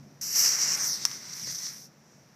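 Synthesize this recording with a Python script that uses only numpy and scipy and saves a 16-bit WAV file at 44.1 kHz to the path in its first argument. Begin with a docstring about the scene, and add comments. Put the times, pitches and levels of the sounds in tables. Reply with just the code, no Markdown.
"""Over a faint town rumble, a short fuse catches at once, lit electrically on a pavement.
It flares in a fluttering jet of gas and sparks, pops as grains of powder burst, sizzles on more
weakly and goes out. The small microphone close by has a port that rings near 5.7 kHz.
A distant engine hums behind it, and there is one soft bump as the microphone is swung away."""
import sys
import numpy as np
from scipy import signal
from scipy.fft import rfft, irfft
from scipy.io import wavfile
from scipy.ndimage import uniform_filter1d, map_coordinates

SR = 44100
rng = np.random.default_rng(int(sys.argv[2]) if len(sys.argv) > 2 else 0)


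def file_out(sig):
    """Save sig as 16-bit WAV at sys.argv[1]."""
    # one column per channel
    cols = np.atleast_2d(sig).T
    # limit, then scale
    lim = np.clip(cols, -1, 1)
    pcm = np.round(lim * 32767).astype(np.int16)
    wavfile.write(sys.argv[1], SR, pcm)


N = 103635
TIME = np.arange(N) / SR

# Fader rides for the burn's bright hiss, treble fizz and low rush.
# Each row: time in seconds, level in dB ahead of the layer's trim.
HISS_RIDE = [(0.216, -33), (0.286, -31), (0.312, -34.5), (0.364, -23), (0.402, -20), (0.408, -22),
             (0.466, -20.5), (0.55, -27), (0.57, -31), (0.58, -30), (0.63, -22), (0.666, -30),
             (0.68, -26.5), (0.75, -27), (0.768, -36.5), (0.81, -29.5), (0.944, -30), (0.988, -39.5),
             (1.04, -35), (1.07, -41.5), (1.16, -40.5), (1.206, -45.5), (1.326, -42.5), (1.336, -34),
             (1.344, -44), (1.504, -32.5), (1.544, -38.5), (1.552, -33.5), (1.58, -41), (1.588, -32),
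             (1.602, -39.5), (1.664, -33.5), (1.736, -47), (1.85, -49.5)]
FIZZ_RIDE = [(0.216, -38), (0.274, -36.5), (0.298, -41), (0.392, -25.5), (0.56, -42), (0.628, -39.5),
             (0.658, -45.5), (0.734, -41), (0.796, -46), (0.874, -35.5), (0.992, -53), (1.035, -57),
             (1.085, -49.5), (1.203, -61.5), (1.313, -60), (1.361, -50), (1.505, -51), (1.511, -45.5),
             (1.85, -57)]
RUSH_RIDE = [(0.216, -52.5), (0.32, -51), (0.364, -40), (0.434, -40), (0.456, -35), (0.472, -38.5),
             (0.824, -40), (0.932, -48), (1.04, -49.5), (1.07, -46), (1.188, -51.5), (1.464, -51),
             (1.482, -46.5), (1.578, -55.5), (1.608, -50.5), (1.732, -53.5), (1.85, -71)]
# EQ curves: hiss and fizz have one for the flare and one for the sizzle, the rush keeps one throughout.
# Each row: frequency in Hz, relative level in dB.
FLARE_HISS_EQ = [(1000, -51), (2800, -6), (3500, -23), (4000, -7.5), (4600, -2.5), (5200, 1.5), (5800, 1),
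                 (6700, -3), (7600, -0.5), (8400, -5.5), (9500, -38), (12000, -50)]
SIZZLE_HISS_EQ = [(1000, -53), (2600, -32), (3400, -7), (4000, -2.5), (4600, 1), (5300, 1), (6000, 2.5),
                  (7000, -8), (8000, -11), (9200, -12.5), (12000, -45)]
FLARE_FIZZ_EQ = [(3000, -60), (6500, -39), (8300, -16), (9300, -4), (10300, -4.5), (11200, 7), (12400, 7),
                 (13200, 0), (14400, 4), (15500, 2.5)]
SIZZLE_FIZZ_EQ = [(3000, -64), (6500, -14), (8300, -7), (10000, -2.5), (11500, 1.5), (12800, 5.5),
                  (14000, 0.5), (15500, -3)]
RUSH_EQ = [(80, -45), (200, -15), (350, -6), (650, -7.5), (1100, -1.5), (1600, 1), (2100, 4), (2700, -6.5),
           (3300, -11.5), (4500, -19)]
HISS_TRIM_DB, FIZZ_TRIM_DB, RUSH_TRIM_DB = -14.5, -3, -2
IGNITE_S, ATTACK_S, OUT_S, RELEASE_S = 0.2111, 0.0015, 1.856, 0.014
SIZZLE_S, CROSSFADE_S = .77, .03  # the first flare gives way to a thinner sizzle
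SPUTTER_HZ, SPUTTER_DB = 27, 0.73

def fuse():
    """The jet sounds as hiss, fizz and rush from ignition until the powder is gone."""
    source = ground_bounce(jet())
    spent = np.clip((TIME - SIZZLE_S) / CROSSFADE_S + .5, 0, 1)
    hiss = leveller((1 - spent) * eq(source, FLARE_HISS_EQ) + spent * eq(source, SIZZLE_HISS_EQ))
    fizz = leveller((1 - spent) * eq(source, FLARE_FIZZ_EQ) + spent * eq(source, SIZZLE_FIZZ_EQ))
    rush = leveller(eq(source, RUSH_EQ))
    burn = (from_db(HISS_TRIM_DB) * fader(HISS_RIDE) * hiss
            + from_db(FIZZ_TRIM_DB) * fader(FIZZ_RIDE) * fizz
            + from_db(RUSH_TRIM_DB) * fader(RUSH_RIDE) * rush)
    attack = np.clip((TIME - IGNITE_S) / ATTACK_S, 0, 1)
    release = np.exp(-np.maximum(TIME - OUT_S, 0) / RELEASE_S)
    sputter = from_db(SPUTTER_DB * drift(SPUTTER_HZ))
    return attack * release * sputter * burn


SPARKS_PER_S, SPARK_SPREAD_DB, SPARK_POWER_SHARE = 1800, 3.5, 0.23

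def jet():
    """Escaping gas makes white noise, peppered with the tiny cracks of sparks."""
    gas = rng.standard_normal(N)
    sizes = from_db(SPARK_SPREAD_DB * np.minimum(rng.exponential(1, N), 3.5))
    polarity = rng.choice([-1, 1], N)
    sparks = sizes * polarity * (rng.random(N) < SPARKS_PER_S / SR)
    return np.sqrt(1 - SPARK_POWER_SHARE) * unit_rms(gas) + np.sqrt(SPARK_POWER_SHARE) * unit_rms(sparks)


# The reflection off the paving. Each row: time in seconds, delay in ms, gain from 0 to 1.
PAVING_REFLECTION = [(.21, 0.15, 0.21), (.75, 0.17, 0.15), (.775, .08, 0.3), (.81, 0.14, 0.6),
                     (.86, 0.12, 0.4), (.89, 0.17, 0.62), (.93, 0.2, 0.53), (.97, .228, 0.26),
                     (1.01, 0.26, .35), (1.1, 0.21, 0.01), (1.3, 0.25, .2), (1.39, 0.2, 0),
                     (1.44, 0.37, 0.44), (1.49, .46, 0.2), (1.56, 0.41, 0), (1.62, .7, 0), (1.85, 0.83, 0)]

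def ground_bounce(x):
    """The paving adds a close reflection: a comb filter that sweeps as flame and microphone move."""
    times, delay_ms, gain = np.transpose(PAVING_REFLECTION)
    delay_samples = np.interp(TIME, times, delay_ms) * SR / 1000
    reflection = map_coordinates(x, [np.arange(N) - delay_samples], order=3)
    return x + np.interp(TIME, times, gain) * reflection


# Grains of powder that burst. Each row: start in seconds, relative level in dB, high cut in Hz.
POWDER_BURSTS = [(0.214, -31, 12000), (0.3554, -16, 12000), (1.0527, 4.5, 13000), (1.0606, -20, 11000),
                 (1.1143, -11.5, 4200), (1.5887, -43, 9000), (1.669, -20, 7050)]
# The puff and ring of a burst. Each row: frequency in Hz, bandwidth in Hz, gain in dB.
BURST_RESONANCES = [(1130, 420, 4), (1800, 200, -1.5), (5350, 480, 1.5)]
POP_LOW_CUT_HZ, POP_TRIM_DB = 790, -3
SCATTER_T60_S, SCATTER_DB = 0.064, -13

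def pops():
    """Each burst is a thin, briefly ringing crack with a small puff and a short scatter off the ground."""
    cracks = np.zeros(N)
    for start_s, db, high_cut_hz in POWDER_BURSTS:
        band = signal.butter(2, [POP_LOW_CUT_HZ, high_cut_hz], "band", fs=SR, output="sos")
        cracks += signal.sosfilt(band, click(start_s, db + POP_TRIM_DB))
    cracks += sum(from_db(db) * resonance(cracks, hz, width_hz) for hz, width_hz, db in BURST_RESONANCES)
    scatter = rng.standard_normal(N) * from_db(-60 * TIME / SCATTER_T60_S)
    tail = signal.fftconvolve(cracks, scatter / np.linalg.norm(scatter))[:N]
    return cracks + from_db(SCATTER_DB) * tail


# The bassy tone of handling noise. Each row: frequency in Hz, relative level in dB.
HANDLING_EQ = [(40, -29), (90, -8), (150, 7), (230, -8), (400, -26), (900, -31), (2000, -60)]
KNOCK_HZ, KNOCK_WIDTH_HZ = 326, 250

def microphone_bump():
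    """Swinging the microphone makes a soft swell of handling rumble with a dull knock in it."""
    tap = click(start_s=1.474, db=-3)
    knock = resonance(resonance(tap, KNOCK_HZ, KNOCK_WIDTH_HZ), KNOCK_HZ, 2 * KNOCK_WIDTH_HZ)
    return swell(HANDLING_EQ, peak_s=1.476, width_s=0.054, db=-48) + knock


# The thin tone of the last hiss. Each row: frequency in Hz, relative level in dB.
LAST_HISS_EQ = [(2000, -42), (4500, -10), (6000, 1), (7200, -1), (8300, -3), (9500, -14), (13000, -25)]

def last_hiss():
    """A very faint hiss swells and fades after the flame is out."""
    return swell(LAST_HISS_EQ, peak_s=2.13, width_s=.065, db=-77.5)


# EQ curves for far traffic and airy hiss. Each row: frequency in Hz, relative level in dB.
TRAFFIC_EQ = [(25, -36), (50, -25), (80, -13), (130, -1.5), (200, -0.5), (300, -7), (450, -15.5),
              (700, -19.5), (1500, -49), (3000, -78)]
AIR_EQ = [(100, -35), (350, 0.5), (600, 3), (1100, -2.5), (2000, -4.5), (3200, -15.5), (4500, -17.5),
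          (5700, -18.5), (7500, -22.5), (9500, -25.5), (12000, -19), (15000, -22)]
# The tones of a distant engine. Each row: frequency in Hz, level in dB ahead of the fader.
ENGINE_TONES = [(144, -58.5), (218, -64)]
# Fader rides for traffic, air and engine. Each row: time in seconds, gain in dB.
TRAFFIC_RIDE = [(0, -53), (.1, -54.5), (.2, -56), (.8, -52.5), (1.3, -58), (1.8, -59), (2.0, -61),
                (2.12, -60.5), (2.35, -61)]
AIR_RIDE = [(0, -63), (.18, -62.5), (1.85, -62.5), (2.0, -64), (2.1, -62.5), (2.35, -62.5)]
ENGINE_RIDE = [(0, 5.5), (.3, -8), (.65, 0.5), (1.2, -5), (1.9, -3.5), (2.15, -7), (2.35, -19)]
HUM_WANDER_HZ, HUM_WAVER_DB = 1.57, 3

def town():
    """The background bed: far traffic rumble, a faint hiss of air and a wavering engine hum."""
    hum = np.zeros(N)
    for hz, db in ENGINE_TONES:
        gain = from_db(db + HUM_WAVER_DB * drift(rate_hz=3.3))
        pitch_hz = hz + HUM_WANDER_HZ * drift(rate_hz=3.66)
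        hum += gain * np.sqrt(2) * np.sin(2 * np.pi * np.cumsum(pitch_hz) / SR)
    traffic = fader(TRAFFIC_RIDE) * eq(rng.standard_normal(N), TRAFFIC_EQ)
    air = fader(AIR_RIDE) * eq(rng.standard_normal(N), AIR_EQ)
    return traffic + air + fader(ENGINE_RIDE) * hum


def from_db(db):
    """Decibels to gain."""
    return 10 ** (np.asarray(db) / 20)


def unit_rms(x):
    """Normalise to rms 1."""
    return x / np.sqrt(np.mean(x ** 2) + 1e-20)


def leveller(x):
    """Hold the short-term level at rms 1."""
    return x / np.sqrt(uniform_filter1d(x * x, size=900) + 1e-12)


def fader(ride):
    """Gain over time, gliding in dB between the points of a ride."""
    return from_db(np.interp(TIME, *np.transpose(ride)))


def eq(x, curve):
    """Shape a signal with an EQ curve, then normalise to rms 1."""
    hz, db = np.transpose(curve)
    bin_hz = np.maximum(np.fft.rfftfreq(N, 1 / SR), 1)
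    gain = from_db(np.interp(np.log(bin_hz), np.log(hz), db))
    return unit_rms(irfft(rfft(x) * gain, N))


def drift(rate_hz):
    """Smooth random modulation at rms 1."""
    r = np.exp(-2 * np.pi * rate_hz / SR)
    return unit_rms(signal.lfilter([1], [1, -2 * r, r * r], rng.standard_normal(N + SR))[SR:])


def resonance(x, hz, width_hz):
    """Two-pole band-pass with unity gain at its peak."""
    r = np.exp(-np.pi * width_hz / SR)
    feedback = [1, -2 * r * np.cos(2 * np.pi * hz / SR), r * r]
    return signal.lfilter(np.array([1, 0, -1]) * (1 - r * r) / 2, feedback, x + 1e-18)


def click(start_s, db):
    """A one-sample impulse."""
    return from_db(db) * (np.arange(N) == int(start_s * SR))


def swell(curve, peak_s, width_s, db):
    """Shaped noise that fades in and out on a bell curve."""
    envelope = np.exp(-.5 * ((TIME - peak_s) / width_s) ** 2)
    return from_db(db) * envelope * eq(rng.standard_normal(N), curve)


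def scene():
    """The mono mix: fuse and pops up front, then bump, last hiss and town."""
    return (fuse() + pops() + microphone_bump() + last_hiss() + town())[None]


PORT_HZ, PORT_WIDTH_HZ, PORT_DB = 5720, 763, 17.5
HIGH_CUT_HZ = 15200

def record(dry):
    """The microphone port rings, peaks are soft-clipped and a steep filter cuts the top."""
    ringing = dry + from_db(PORT_DB) * resonance(dry, PORT_HZ, PORT_WIDTH_HZ)
    rounded = 0.56 * np.tanh(ringing / 0.63)
    return signal.sosfilt(signal.ellip(12, .1, 80, HIGH_CUT_HZ, fs=SR, output="sos"), rounded)


dry = scene()
out = record(dry)
file_out(out)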